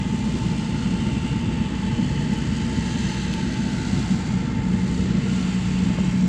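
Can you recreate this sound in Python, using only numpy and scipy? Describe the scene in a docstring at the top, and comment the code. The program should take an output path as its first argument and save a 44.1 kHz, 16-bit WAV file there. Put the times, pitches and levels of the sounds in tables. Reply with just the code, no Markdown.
"""A burner flame, fed by a blower, roars in a small metal-melting furnace outdoors: low noise with gusts and booms.
The blower hums in orders of its turn; the third comes and goes, then swells to a drone.
The burner pipe sings faintly, a wavering tone in narrow noise; a thin overtone of the furnace lies below it.
The air jet is three bands of hiss, chopped once a turn and coloured by resonances.
A few dry ticks and one dull knock come from the work nearby."""
import sys
import numpy as np
from scipy import signal
from scipy.fft import rfft, irfft
from scipy.io import wavfile
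from scipy.ndimage import uniform_filter1d

SR = 44100
rng = np.random.default_rng(int(sys.argv[2]) if len(sys.argv) > 2 else 0)


def pcm_store(signal):
    """Save signal as 16-bit PCM."""
    levels = np.round(np.clip(np.atleast_2d(signal), -1, 1) * 32767)
    wavfile.write(sys.argv[1], SR, levels.astype(np.int16).T)


N = 276948
TIME = np.arange(N) / SR
HZ = np.fft.rfftfreq(N, 1 / SR)
# third order of the hum, ringing in the furnace: (time [s], level [dB rms])
DRONE = [(0, -42), (.58, -27.5), (1.1, -42), (1.6, -37), (2.15, -42), (3.3, -31), (3.65, -34), (3.92, -38),
         (4.13, -30), (4.25, -34), (4.38, -27.5), (4.59, -33), (4.65, -25), (4.78, -22), (4.9, -27),
         (5.15, -24.5), (5.55, -24.5), (5.65, -25.5), (5.75, -22.5), (5.98, -24), (6.25, -21)]


def flame(base_db=-23.5, yield_db=-0.96, flutter_db=0.97, gust_db=1.0, surge_db=0.83, gust_above_hz=260):
    """Turbulent burning: a low roar that flutters, gusts in its upper part, booms and eases as the drone swells."""
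    # roar spectrum: (frequency [Hz], relative density [dB per Hz])
    roar_spectrum = [(10, -34.5), (25, -21), (50, -11), (90, -3), (140, -1), (210, 2), (255, -2),
                     (297, -13), (335, -11), (400, -19), (540, -26.5), (650, -25), (740, -44.5),
                     (1200, -58), (8000, -110)]
    # booms: (peak time [s], time to either side [s], frequency [Hz], half-width [Hz], level [dB rms])
    boom_rows = [(2.0, 1.33, 150, 24, -33), (3.4, 1, 337, 24, -44), (4.13, 0.03, 198, 19, -23),
                 (4.5, 0.042, 146, 7.4, -24), (5.5, 0.86, 434, 38, -47.5), (5.68, 0.064, 138, 20, -23)]
    roar = noise(spectrum(roar_spectrum))
    high_pass = 1 - 1 / (1 + (HZ / gust_above_hz) ** 8)
    upper = irfft(rfft(roar) * high_pass, N)
    lower = roar - upper
    roar = lower + upper * amp(gust_db * wander(16))
    booms = sum(amp(db) * bell(TIME, s, span_s) * resonance(hz, width_hz)
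                for s, span_s, hz, width_hz, db in boom_rows)
    level_db = base_db + yield_db * swelling()
    level_db = level_db + flutter_db * wander(19) + surge_db * wander(1.6)
    return roar * amp(level_db) + booms


def swelling():
    """How far the drone has swelled: its amplitude relative to its peak, 0 to 1."""
    level_db = curve(DRONE)
    return amp(level_db - level_db.max())


def hum(turns, waver_db=1.0, drone_waver_db=0.2, drone_slip_cycles=0.037):
    """Orders of the blower's turn, shaken by the flame; the third wavers in strength and phase."""
    # steady orders: (multiple of turn rate [-], level [dB rms])
    steady_orders = [(1, -36), (2, -39), (5, -50)]
    orders = sum(amp(db + waver_db * wander(13)) * np.sin(2 * np.pi * (k * turns + rng.random()))
                 for k, db in steady_orders)
    third = np.sin(2 * np.pi * (3 * turns + drone_slip_cycles * wander(9)))
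    third_gain = amp(curve(DRONE) + drone_waver_db * wander(9.3))
    return np.sqrt(2) * (orders + third * third_gain)


def pipe(sing_db=-42.5, fade_db_per_s=0.4, tone_db=-1.0, flutter_db=0.87, tone_flutter_db=2):
    """Air sings in the burner pipe: a wavering tone inside a fuzz of noisy resonances; the furnace adds an overtone."""
    # fuzz: (frequency [Hz], half-width [Hz], relative level [dB])
    fuzz_modes = [(865, 34, -2), (879, 33, -2)]
    # lulls: (deepest time [s], time to either side [s], change [dB])
    lull_rows = [(4.6, .6, -0.5), (5.3, 0.39, -4.5), (6.28, .2, -3.5)]
    # furnace overtone: (frequency [Hz], half-width [Hz])
    overtone_mode = (461.5, 14.4)
    # furnace overtone: (time [s], level [dB rms])
    overtone_level = [(.7, -48.5), (1.65, -46), (2.6, -44.5), (3.7, -51), (5.3, -44.5), (6.28, -51.5)]
    fuzz = sum(amp(db) * resonance(hz, width_hz) for hz, width_hz, db in fuzz_modes)
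    pitch_hz = 888 + 7 * wander(7) + 12 * wander(35)
    tone = np.sqrt(2) * np.sin(2 * np.pi * np.cumsum(pitch_hz) / SR)
    lull_db = sum(db * bell(TIME, s, span_s) for s, span_s, db in lull_rows)
    # the lull acts on the tone and again on the whole, so the tone sinks furthest
    tone = tone * amp(tone_db + lull_db + tone_flutter_db * wander(30))
    level_db = sing_db - fade_db_per_s * TIME + lull_db + flutter_db * wander(43)
    whistle = evened(fuzz + tone) * amp(level_db)
    overtone = amp(curve(overtone_level)) * resonance(*overtone_mode)
    return whistle + overtone


def air(turns, rush_chop=0.021, nozzle_chop=0.047, hiss_chop=0.16, flicker_db=0.72,
        rush_trim_db=-0.52, nozzle_trim_db=0.22, hiss_trim_db=0.5):
    """The air jet: three bands of noise that throb once a blower turn, most deeply in the treble."""
    # spectra of the bands: (frequency [Hz], relative density [dB per Hz])
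    rush_spectrum = [(100, -43), (400, -25.5), (700, -3.5), (1000, -1.5), (1250, -6), (1600, -2), (2100, 0),
                     (2400, -0.5), (2900, -23), (4000, -14), (7000, -45), (12000, -78.5)]
    nozzle_spectrum = [(1000, -66), (1800, -41.5), (2450, -11), (2680, 2.5), (3100, -5), (3400, -2.5),
                       (3900, -11.5), (6000, -50.5), (12000, -82)]
    hiss_spectrum = [(500, -49), (1500, -23.5), (3000, -6.5), (3600, -2), (4500, 1.5), (5000, -2),
                     (5550, -5.5), (6500, -2.5), (7700, -3), (8200, -8.5), (8800, -14.5), (10200, -23.5),
                     (11000, -31.5), (12300, -32), (15500, -41)]
    # levels of the bands before trim: (time [s], level [dB rms])
    rush_level = [(0.1, -43), (0.17, -42.5), (2.26, -42), (3.11, -40.5), (5.04, -41.5), (5.43, -40),
                  (6.13, -41), (6.2, -42.5)]
    nozzle_level = [(0.1, -45), (2.72, -44.5), (3.02, -42), (4.11, -45.5), (4.18, -49.5), (4.65, -51),
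                    (5.37, -43.5), (6.08, -44), (6.2, -49.5)]
    hiss_level = [(0.0, -47), (0.35, -44), (0.49, -45), (1.31, -46), (1.52, -48), (2.64, -44),
                  (3.09, -41.5), (3.43, -44.5), (3.93, -41.5), (4.11, -42), (4.6, -49.5), (4.93, -44),
                  (5.21, -45.5), (5.33, -43), (6.09, -45.5), (6.28, -45)]
    # burner tube and furnace mouth resonances: (frequency [Hz], full width [Hz], gain [dB])
    colour_modes = [(998, 41, -4), (1075, 54, 1.5), (1244, 84, 4), (1355, 60, 5.5), (1940, 220, 0.5),
                    (2280, 130, -5), (2710, 110, 1), (2940, 80, -2.5), (2974, 67, 7), (3095, 60, 5.5),
                    (3850, 220, -1.5), (6270, 240, 2.5), (6640, 250, -4), (6910, 130, 4.5)]
    colour_db = sum(db / (1 + (2 * (HZ - hz) / width_hz) ** 2) for hz, width_hz, db in colour_modes)
    throb = np.cos(2 * np.pi * turns) * (1 + 0.2 * wander(20))
    throb = throb + 0.15 * np.cos(np.pi * turns)  # strong and weak turns alternate

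    def band(points, level, trim_db, chop):
        """One coloured band of noise, chopped by the throb."""
        return noise(spectrum(points) + colour_db) * amp(curve(level) + trim_db) * (1 + chop * throb)

    rush = band(rush_spectrum, rush_level, rush_trim_db, rush_chop)
    nozzle = band(nozzle_spectrum, nozzle_level, nozzle_trim_db, nozzle_chop)
    hiss = band(hiss_spectrum, hiss_level, hiss_trim_db, hiss_chop)
    return drifting(rush + nozzle + hiss * amp(flicker_db * wander(27)))


def drifting(x, patchy_db=1.63, dull_above_hz=8000):
    """The jet's colour shifts: resonances swell, glide and fade, the top dulls briefly, fine ripples come and go."""
    # whistling bands: (peak time [s], time to either side [s], frequency [Hz], glide [Hz/s], width [Hz], gain [dB])
    swell_rows = [(.4, 1, 1040, -5, 60, 8.5), (.88, 0.51, 1392, 0, 69, 8), (.7, 1.1, 2380, 0, 55, 6),
                  (1.1, 0.47, 2860, -64, 300, 4), (1.2, 1.3, 8100, -150, 250, 6),
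                  (1.5, 0.52, 3340, -52, 160, 2), (1.7, .35, 1100, -3, 170, 2.5),
                  (2.2, 0.55, 2000, -60, 300, 3.5), (2.4, 0.78, 3060, 1, 150, 4.5),
                  (3.05, 0.35, 1840, 48, 520, 3.5), (3.25, 0.3, 4150, -2, 800, 3),
                  (3.05, 0.26, 6220, -1, 280, 5), (3.1, 0.32, 9150, -1, 240, 5),
                  (3.35, 0.81, 1545, -170, 220, 4), (3.9, 0.65, 2070, 95, 220, 5),
                  (4.15, 0.35, 760, 2, 90, 7.5), (5.3, 1.1, 1070, 0, 91, 5),
                  (5.38, 0.11, 1360, -150, 100, 8), (5.55, 0.59, 2520, -6, 300, 3),
                  (6.05, .35, 2140, -1, 160, 5.5)]
    # dulling of the top: (deepest time [s], time to either side [s], change [dB])
    dull_rows = [(1.45, .1, -1), (4.5, 0.076, -5.5), (5.12, .07, -9)]
    hz, t, z = signal.stft(x, SR, nperseg=1024, noverlap=768)
    ripples = uniform_filter1d(rng.standard_normal(z.shape), size=2, axis=0)  # smooth over bins
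    ripples = evened(uniform_filter1d(ripples, size=110, axis=1))  # smooth over frames
    swells_db = sum(db * bell(hz[:, None], top_hz + glide * (t - s), width_hz / 2) * bell(t, s, span_s)
                    for s, span_s, top_hz, glide, width_hz, db in swell_rows)
    treble = 1 - 1 / (1 + (hz / dull_above_hz) ** 6)
    dulls_db = np.outer(treble, sum(db * bell(t, s, span_s) for s, span_s, db in dull_rows))
    shaped = z * amp(swells_db + dulls_db + patchy_db * ripples)
    return signal.istft(shaped, SR, nperseg=1024, noverlap=768)[1][:N]


def ticks(rise_s=0.00008):
    """Dry snaps: short sines under a rounded, fast-dying envelope."""
    # ticks: (time [s], envelope peak [dB], pitch [Hz])
    tick_rows = [(1.276, -41, 9000), (2.3355, -30, 8000), (2.379, -35.5, 9500), (3.101, -41, 9500),
                 (3.149, -40, 9500), (3.3388, -15, 3020), (3.3391, -33, 9300), (3.3437, -41, 8800)]
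    out, t = np.zeros(N), TIME[:256]
    envelope = t / rise_s * np.exp(1 - t / rise_s)
    for s, db, hz in tick_rows:
        add(out, s, amp(db) * envelope * np.sin(2 * np.pi * hz * t))
    return out


def knock(attack_s=0.0012):
    """One soft blow on something well damped: a few modes that die fast."""
    # blow: (time [s], level [dB])
    blow = (5.985, -16.5)
    # modes: (frequency [Hz], relative level [dB], 60 dB decay time [s])
    modes = [(605, 0.5, 0.016), (990, 1, 0.006)]
    out, t = np.zeros(N), TIME[:SR // 8]
    s, level_db = blow
    ring = sum(amp(db) * np.exp(-np.log(1000) * t / t60_s) * np.sin(2 * np.pi * hz * t)
               for hz, db, t60_s in modes)
    add(out, s, amp(level_db) * np.minimum(t / attack_s, 1) * ring)
    return out


def amp(db):
    """Decibels to gain."""
    return 10 ** (np.asarray(db) / 20)


def evened(x):
    """Scales to rms 1."""
    return x / np.sqrt(np.mean(x ** 2) + 1e-20)


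def curve(rows):
    """A (time, value) table, read at every sample."""
    return np.interp(TIME, *np.transpose(rows))


def spectrum(points):
    """Joins (Hz, dB) points on a log-frequency axis."""
    hz, db = np.transpose(points)
    return np.interp(np.log(HZ + 1), np.log(hz), db)


def noise(db):
    """Noise of rms 1 with the given spectrum."""
    return evened(irfft(rfft(rng.standard_normal(N)) * amp(db), N))


def wander(rate_hz):
    """Slow random motion of rms 1, rolled off steeply above the rate."""
    return noise(-10 * np.log10(1 + (HZ / rate_hz) ** 6))


def resonance(hz, width_hz):
    """Noise of rms 1 in one narrow resonance, 6 dB down a width to either side."""
    return noise(-20 * np.log10(1 + ((HZ - hz) / width_hz) ** 2))


def bell(x, centre, span):
    """A smooth bump of height 1."""
    return np.exp(-((x - centre) / span) ** 2)


def add(mix, s, sound):
    """Mixes a sound in at a time."""
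    part = mix[round(s * SR):][:len(sound)]
    part += sound[:len(part)]


def scene(stray_hz=0.2095):
    """Open ground: everything arrives dry; hum and air share the blower's straying turn."""
    # blower speed, which sags now and then: (time [s], rate [turns/s])
    blower_speed = [(3.9, 61.55), (4.25, 60.8), (4.65, 61.0), (5.05, 61.6), (5.95, 61.6), (6.28, 60.8)]
    turns = np.cumsum(curve(blower_speed) + stray_hz * wander(0.94)) / SR
    return (flame() + hum(turns) + pipe() + air(turns) + ticks() + knock())[None]


def record(dry, edge_hz=15700):
    """The recorder's band limit."""
    low_pass = signal.firwin(511, edge_hz, window=("kaiser", 9), fs=SR)
    return signal.oaconvolve(dry, low_pass[None], "same")


dry = scene()
out = record(dry)
pcm_store(out)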